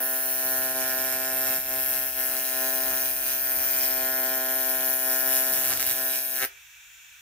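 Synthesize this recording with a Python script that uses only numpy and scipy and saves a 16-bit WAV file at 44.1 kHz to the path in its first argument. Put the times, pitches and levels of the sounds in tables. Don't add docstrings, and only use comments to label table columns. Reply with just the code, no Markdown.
import sys
import numpy as np
from scipy import signal
from scipy.fft import rfft, irfft, next_fast_len
from scipy.io import wavfile
from scipy.ndimage import uniform_filter1d

SR = 44100
rng = np.random.default_rng(int(sys.argv[2]) if len(sys.argv) > 2 else 0)


def wav_out(sig):
    wavfile.write(sys.argv[1], SR, np.round(np.clip(np.atleast_2d(sig).T, -1, 1) * 32767).astype(np.int16))


N = 317949
TIME = np.arange(N) / SR
BINS_HZ = np.fft.rfftfreq(4096, 1 / SR)

ARC_HZ, FIRST_STRIKE_S, ARC_OUT_S = 130.329, 0.00395, 6.453
PUSH_LAG_S = 0.00232
RASP_LEAD_S = 0.00069
PUSH_RING_HZ, RASP_RING_HZ = (375, 22), (1400, 150)
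LIFT_S, LIFT_RISE_S, LIFT_FALL_S, LIFT_DB = 6.428, 0.05, 0.028, 8.5
WANDER_PER_S = 14
CLICK_DB, CLICK_ECHO_DB, BURST_DB, BURST_ECHO_DB = -4, -2.5, -10, -8.5
SHIMMER_DB, SHIMMER_HZ, SHIMMER_S = 1.5, 170, 0.1
CRACK_NEAR_DB, CRACK_FAR_DB = -14, -8
BODY_ROOM_DB, TREBLE_ROOM_DB = -17.5, -11
BASS_SIDE_DB = -13
GAS_DB, MOTOR_HZ, MOTOR_DB = -51, 120, -83
PORT_LAG_SAMPLES = 3
EDGE_HZ = 15620

# t/s, relative buzz, sizzle, tick level/dB
ARC_LEVELS = [(0.0, -38, -44.5, -27), (0.3, -42, -42.5, -27), (0.582, -36, -41.5, -26),
              (0.784, -35.5, -39, -27), (1.452, -37.5, -42, -27), (1.85, -40, -42, -25.7),
              (2.499, -41.5, -39.5, -26.5), (2.648, -35.5, -39.5, -25.5), (3.081, -41, -39, -25.5),
              (3.275, -44.5, -44, -28.5), (3.719, -40.5, -38, -24.5), (4.179, -36, -41.5, -27.5),
              (4.623, -37.5, -40.5, -26), (5.18, -36.5, -40, -25), (5.56, -38.5, -39, -26),
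              (5.72, -44, -37, -27), (5.855, -45, -37, -26.5), (5.93, -45, -40.5, -29.5),
              (6.017, -38.5, -40.5, -26.5), (6.3, -42.5, -42.5, -27.5), (6.45, -40, -40.5, -28.5)]
# t/s, relative flutter level/dB
FLUTTER_LEVELS = [(0.0, -74), (3.17, -74), (3.3, -70.5), (3.42, -72.5), (5.25, -75.5), (5.7, -66.5),
                  (5.92, -62.5), (5.99, -73), (6.33, -82), (6.44, -67)]
# start t/s, end t/s, first and last level/dB before trim, treble shelf/dB
SPUTTER_RUNS = [(5.632, 5.716, -30, -29, 15), (5.716, 5.740, -30, -29, 3), (5.770, 5.776, -23, -29, 16),
                (5.796, 5.832, -28, -28, 3), (5.839, 5.855, -31.5, -27, 27), (5.862, 5.885, -23, -34, 28),
                (5.885, 5.908, -30, -28, 8), (5.908, 5.916, -25, -26, 3), (5.913, 5.931, -28, -34, 7),
                (6.353, 6.391, -30, -37, 15), (6.391, 6.428, -46, -26, -15), (6.430, 6.456, -28, -32, -18)]
# start t/s, end t/s, full depth/dB
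STALL_SPANS = [(5.71, 5.740, 2.5), (5.740, 5.771, 5), (5.772, 5.794, 9), (5.8, 5.863, 3),
               (5.863, 5.935, -1.5)]
# multiple of arc rate, relative level/dB
PUSH_OVERTONES = [(1, -25), (2, -8), (3, -9.5), (4, -9), (5, 1.67), (6, -6.5), (7, -8.5), (8, -9.5),
                  (9, -15), (11, -37), (16, -31.5)]
# multiple of arc rate, relative level/dB
RASP_OVERTONES = [(1, -64), (9, -17), (10, -4), (11, 5.5), (12, 2), (13, 5.5), (14, 3.5), (15, -9.5),
                  (17, -17.5), (34, -34.5)]
BUZZ_LEADS = [(2, 0), (3, 0.45), (4, 0.1), (6, 0.46), (7, 2.04), (8, 0.11), (9, 1.54), (10, 0), (14, 0.68)]
# f/Hz, relative level/dB
TICK_SPECTRUM = [(100, -114), (6000, -22), (8200, -33), (8900, -11.5), (9900, -4.5), (10500, -12),
                 (11100, -1.5), (11500, -2), (12000, 6), (13000, -3.5), (13500, 3.5), (13900, -2),
                 (14800, -8), (15200, 4), (15700, -1)]
# f/Hz, relative level/dB
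CLICK_SPECTRUM = [(100, -45.5), (1400, -7), (2100, -3), (2550, 5), (2950, -1), (3400, 0.5), (3750, -2.5),
                  (4200, 3.5), (4650, -3), (5300, 3), (7200, 3), (8200, 1), (9800, 7), (15300, -3)]
# f/Hz, relative level/dB
BURST_SPECTRUM = [(100, -67), (1400, -24), (2000, 4), (2500, 5.5), (3400, 1.5), (4650, 4.5), (5400, 8),
                  (7200, 3.5), (8200, 2), (9800, -1), (12000, -30), (15300, -18)]
# f/Hz, relative level/dB
CRACK_SPECTRUM = [(30, -26), (100, -29), (250, -13), (650, -0.5), (1100, -9.5), (1600, 6.5), (2600, 1.5),
                  (3600, -2.5), (5500, -2), (8500, -2), (12000, 4), (15500, 1)]
# f/Hz, relative level/dB
PLASMA_SPECTRUM = [(20, -10), (80, 0.5), (130, 1), (190, -3.5), (330, 0), (460, -5.5), (680, 3.5),
                   (1000, -3.5), (1400, 4.5), (3000, -11.5)]
# f/Hz, relative level/dB
GAS_SPECTRUM = [(140, -34), (350, -43), (520, -32), (950, -16.5), (1250, -27), (1500, -3), (2850, -13.5),
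                (3600, -5.5), (4100, -15), (4800, -18.5), (5800, -8.5), (7200, -10), (9500, -19),
                (15500, -11.5)]
# f/Hz, relative level/dB
RUMBLE_SPECTRUM = [(20, -19), (45, 8), (90, -3), (130, -21), (200, -13), (330, -35), (600, -39)]
# f/Hz, half-width to -6 dB/Hz, level/dB
CUP_RESONANCES = [(1540, 320, -66.5), (2334, 47, -58.5), (2540, 53, -63), (2670, 180, -58),
                  (3280, 140, -65), (5800, 210, -84)]
# t/s, level/dB before trim
HUM_LEVELS = [(0.0, -75), (0.58, -60.5), (2.15, -56), (2.63, -72), (3.07, -58), (4.37, -68.5), (4.99, -89),
              (5.92, -66.5), (6.06, -70), (6.44, -71), (7.04, -86), (7.2, -74)]
# f/Hz, relative level/dB
HUM_TONES = [(64.8, 3), (129.4, -6), (194, -36)]
# f/Hz, T60/s
ROOM_DECAY = [(100, 0.062), (600, 0.36), (2000, 0.34), (8000, 0.12), (15000, 0.022)]
# f/Hz, relative level/dB
TICK_TILT = [(7500, -4.5), (8900, 4), (9900, 1.5), (11300, -13), (12100, 3), (12800, -18.5), (14200, 15),
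             (15200, 0.5)]
# t/s, f/Hz, level/dB
WHISTLE_GLIDE = [(6.45, 6350, -66), (6.699, 6600, -67), (6.85, 6960, -60), (7.05, 6940, -59),
                 (7.2, 6700, -68)]
# onset t/s, envelope peak/dB, f/Hz
PUFF_EVENTS = [(1.15, -54, 170), (1.575, -51, 191), (3.57, -48, 75), (4.945, -57, 180), (5.514, -48, 200),
               (5.702, -52, 119), (5.726, -49, 85), (5.766, -47, 80), (5.795, -50, 85), (5.827, -51, 75),
               (5.866, -48, 85), (5.908, -50, 108)]
# t/s, depth/dB, closing/s, recovery/s
ROD_DIPS = [(0.741, 3, 0.021, 0.0098), (1.622, 6.5, 0.037, 0.071), (2.136, 5.5, 0.061, 0.031),
            (3.152, 2.5, 0.061, 0.029), (4.987, 3, 0.036, 0.068), (5.753, -0.5, 0.019, 0.035),
            (6.295, 3.5, 0.2, 0.063)]
# t/s, rise/dB, half-length/s
ARC_FLARES = [(1.126, 2, 0.016), (1.505, 1.8, 0.085), (1.943, 1.5, 0.042), (3.288, 4, 0.064),
              (3.838, 1.5, 0.04), (5.112, 1.5, 0.096), (5.346, 2.5, 0.067), (5.55, 2, 0.032),
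              (6.155, 3.5, 0.045), (6.417, 0.5, 0.056)]


def amp(db):
    return 10 ** (np.asarray(db) / 20)


def evened(x):
    return x / np.sqrt(np.mean(x ** 2) + 1e-20)


def read(points, hz):
    f, value = np.transpose(points)
    return np.interp(np.log(hz + 1), np.log(f + 1), value)


def follow(rows, axis=1):
    rows = np.asarray(rows)
    return amp(np.interp(TIME, rows[:, 0], rows[:, axis]))


def convolve(x, response):
    return signal.oaconvolve(np.atleast_2d(x), np.atleast_2d(response), axes=1)[:, :N]


def colour(x, db):
    log_gain = np.log(amp(np.concatenate([db, db[-2:0:-1]])))
    response = np.fft.ifft(np.exp(np.conj(signal.hilbert(log_gain)))).real
    return convolve(x, response / np.linalg.norm(response))


def pulses(times, sizes, order=12):
    at = times[:, None] * SR
    index = at.astype(int) + np.arange(-order, order + 1)
    window = np.cos(np.pi * (index - at) / (2 * order + 2)) ** 2
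    shape = np.sinc(index - at) * window
    slots = np.clip(index, 0, N - 1).ravel()
    return np.bincount(slots, (sizes[:, None] * shape).ravel(), N) * np.sqrt(SR / ARC_HZ)


def reversals(lag_s, spread_db, jitter_us, upset=0.2):
    times = np.arange(FIRST_STRIKE_S, ARC_OUT_S, 1 / ARC_HZ) + lag_s
    s, db = np.transpose(FLUTTER_LEVELS)
    scatter = amp(upset * np.interp(times, s, db - db[0]))
    size, shift = rng.standard_normal((len(times), 2)).T * scatter
    return evened(pulses(times + jitter_us * 1e-6 * shift, amp(spread_db * size)))


def scour(steady, burst_s):
    age = (TIME - FIRST_STRIKE_S) % (1 / ARC_HZ)
    envelope = steady + np.exp(-age / burst_s)
    return evened(envelope * rng.standard_normal(N) * (TIME < ARC_OUT_S))


def swell(s, rise_s, fall_s):
    return np.exp(-((TIME - s) / np.where(TIME < s, rise_s, fall_s)) ** 2)


def unrest(dip, flare, wander_db):
    choked = sum(db * swell(s, closing, recovery) for s, db, closing, recovery in ROD_DIPS)
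    flared = sum(db * swell(s, length, length) for s, db, length in ARC_FLARES)
    steps = rng.standard_normal(256)
    wander = np.interp(TIME * WANDER_PER_S, np.arange(len(steps)), steps)
    return amp(flare * flared - dip * choked + wander_db * wander)


def stalls(share):
    depth_db = sum(db * ((TIME > start) & (TIME < end)) for start, end, db in STALL_SPANS)
    return amp(-share * depth_db)


def linger(x, hz, width_hz):
    r = np.exp(-np.pi * width_hz / SR)
    poles = [1, -2 * r * np.cos(2 * np.pi * hz / SR), r * r]
    return signal.lfilter(poles[::-1], poles, x)


def ports(x):
    x = np.ravel(x)
    return np.array([x, np.pad(x, (PORT_LAG_SAMPLES, 0))[:N]])


def air(side_db):
    mid, side = rng.standard_normal((2, N))
    return evened(np.array([mid + amp(side_db) * side, mid - amp(side_db) * side]))


def bench(x, near_db, far_db, near_t60=0.0012, far_t60=0.11, count=7):
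    t = np.arange(SR // 6) / SR
    out = ports(x)
    for k in range(count):
        near, far = rng.standard_normal((2, 2, len(t))) * (t > 0.0003)
        near *= amp(-60 * t / near_t60)
        far *= amp(-60 * t / far_t60) * (rng.random(far.shape) < 0.12)
        echoes = (amp(near_db) * evened(near) + amp(far_db) * evened(far)) / np.sqrt(len(t))
        progress = TIME / ARC_OUT_S * (count - 1)
        pose = np.cos(np.pi / 2 * np.clip(progress - k, -1, 1))
        out = out + convolve(x * pose, echoes)
    return out / np.sqrt(1 + amp(near_db) ** 2 + amp(far_db) ** 2)


def shimmer(x, depth_db, patch_hz, patch_s):
    z = signal.stft(x, SR, nperseg=1024)[2]
    field = rng.standard_normal(z.shape)
    for _ in range(2):
        field = uniform_filter1d(field, max(1, round(patch_hz * 1024 / SR)), axis=1)
        field = uniform_filter1d(field, max(1, round(patch_s * SR / 512)), axis=2)
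    gain = evened(amp(depth_db * evened(field)))
    return signal.istft(z * gain, SR, nperseg=1024)[1][:, :N]


def standing(x):
    size = next_fast_len(N + SR)
    lead_rad = read(np.array(BUZZ_LEADS) * [ARC_HZ, 1], np.fft.rfftfreq(size, 1 / SR))
    turn = np.exp(0.5j * lead_rad)
    return irfft(rfft(x, size) * np.array([turn, turn.conj()]), size)[:, :N]


def buzz(rough=0.15):
    push_db = read(np.array(PUSH_OVERTONES) * [ARC_HZ, 1], BINS_HZ)
    rasp_db = read(np.array(RASP_OVERTONES) * [ARC_HZ, 1], BINS_HZ)
    drift = follow(ARC_LEVELS, axis=1)
    lift = amp(LIFT_DB * swell(LIFT_S, LIFT_RISE_S, LIFT_FALL_S))

    push = colour(reversals(PUSH_LAG_S, spread_db=0.79, jitter_us=4.1, upset=0.31), push_db)
    push = evened(linger(push, *PUSH_RING_HZ))
    push = push * drift / lift * unrest(dip=1.4, flare=0, wander_db=1.12)

    noise = scour(steady=1.0, burst_s=0.0062)
    strike = rough * noise + (1 - rough) * reversals(-RASP_LEAD_S, spread_db=0.3, jitter_us=4.0)
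    rasp = colour(strike * stalls(share=0.76), rasp_db)
    rasp = evened(linger(rasp, *RASP_RING_HZ))
    rasp = rasp * evened(drift) * lift * unrest(dip=1.5, flare=0.1, wander_db=1.06) * amp(-41.5)
    return standing(push + rasp) * amp([[0.35], [-0.35]])


def ticks():
    strike = reversals(0, spread_db=1.0, jitter_us=3.2, upset=0.4)
    snap = colour(strike * stalls(share=0.9), read(TICK_SPECTRUM, BINS_HZ))
    snap = snap * follow(ARC_LEVELS, axis=3) * unrest(dip=0.65, flare=0.7, wander_db=0.5)
    echoed = bench(snap, near_db=2.5, far_db=5.5, near_t60=0.02, count=7)
    left, right = shimmer(echoed, SHIMMER_DB, SHIMMER_HZ, SHIMMER_S)
    lean_db = read(TICK_TILT, BINS_HZ) / 2
    return np.vstack([colour(left, lean_db), colour(right, -lean_db)]) * amp([[3.7], [0.7]])


def sizzle():
    level = follow(ARC_LEVELS, axis=2) * unrest(dip=0.71, flare=1.84, wander_db=0.5)
    strike = reversals(0, spread_db=1.6, jitter_us=3.5)
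    click = colour(strike * stalls(share=0.9), read(CLICK_SPECTRUM, BINS_HZ)) * level
    burst = colour(scour(steady=0.16, burst_s=0.00055), read(BURST_SPECTRUM, BINS_HZ)) * level
    echo_feed = amp(CLICK_ECHO_DB) * click + amp(BURST_ECHO_DB) * burst
    scattered = bench(echo_feed, near_db=-6, far_db=14, count=9)
    direct = ports(amp(CLICK_DB) * click + amp(BURST_DB) * burst)
    return (direct + scattered) * amp([[3.6], [4.2]])


def flutter():
    stir = colour(air(BASS_SIDE_DB) * (TIME < ARC_OUT_S), read(PLASMA_SPECTRUM, BINS_HZ))
    return stir * follow(FLUTTER_LEVELS) * unrest(dip=0.27, flare=1.0, wander_db=4.5) * amp(21.5)


def gas():
    hiss = amp(GAS_DB) * colour(air(side_db=-3.5), read(GAS_SPECTRUM, BINS_HZ))
    for hz, width_hz, db in CUP_RESONANCES:
        band_db = -20 * np.log10(1 + ((BINS_HZ - hz) / width_hz) ** 2)
        hiss = hiss + amp(db) * colour(air(side_db=-5), band_db)
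    return hiss


def whistle(width_hz=260):
    s, hz, db = np.transpose(WHISTLE_GLIDE)
    wobble = colour(air(side_db=0), -20 * np.log10(1 + (BINS_HZ / width_hz) ** 2))
    carrier = np.cos(2 * np.pi * np.cumsum(np.interp(TIME, s, hz)) / SR)
    return evened(wobble * carrier) * amp(np.interp(TIME, s, db))


def machine():
    lead_cycles = np.array([[0.08], [0]])
    hum = sum(amp(db) * np.sin(2 * np.pi * (hz * TIME + rng.random() + lead_cycles))
              for hz, db in HUM_TONES)
    hum = amp([[-2.3], [-0.7]]) * evened(hum) * follow(HUM_LEVELS)
    motor = amp(MOTOR_DB) * evened(np.sin(2 * np.pi * MOTOR_HZ * TIME))
    rumble = amp(-76) * colour(air(BASS_SIDE_DB), read(RUMBLE_SPECTRUM, BINS_HZ))
    return hum + motor + rumble


def room(x):
    hz, t, z = signal.stft(rng.standard_normal((2, SR // 2)), SR, nperseg=256)
    decay = amp(-60 * t / read(ROOM_DECAY, hz)[:, None])
    tail = signal.istft(z * decay, SR, nperseg=256)[1]
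    return convolve(x, tail / np.linalg.norm(tail[0]))


def puffs(peak_s=0.0085):
    out = np.zeros(N)
    for s, db, hz in PUFF_EVENTS:
        age = np.maximum(TIME - s, 0)
        envelope = age / peak_s * np.exp(1 - age / peak_s)
        out += amp(db) * envelope * np.sin(2 * np.pi * hz * age)
    return ports(out)


def sputters(treble_hz=4500):
    strikes = np.arange(FIRST_STRIKE_S, ARC_OUT_S, 1 / ARC_HZ)
    out = 0
    for start, end, first_db, last_db, treble_db in SPUTTER_RUNS:
        times = strikes[(strikes > start) & (strikes < end)]
        size, late = rng.standard_normal((len(times), 2)).T
        db = np.interp(times, [start, end], [first_db, last_db]) + 0.6 * size
        shelf_db = treble_db * BINS_HZ ** 2 / (BINS_HZ ** 2 + treble_hz ** 2)
        cracks = pulses(times + 0.00003 * late, amp(db))
        out = out + colour(cracks, read(CRACK_SPECTRUM, BINS_HZ) + shelf_db)
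    return bench(out, CRACK_NEAR_DB, CRACK_FAR_DB, count=3) * amp([[0.3], [1.5]])


def scene():
    body = buzz() + flutter() + puffs() + sputters()
    treble = ticks() + sizzle()
    tail = room(amp(BODY_ROOM_DB) * body + amp(TREBLE_ROOM_DB) * treble)
    return body + treble + tail + gas() + whistle() + machine()


def record(dry):
    lowpass = signal.firwin(511, EDGE_HZ, window=("kaiser", 9), fs=SR)
    return signal.oaconvolve(dry, lowpass[None], "same")


dry = scene()
out = record(dry)
wav_out(out)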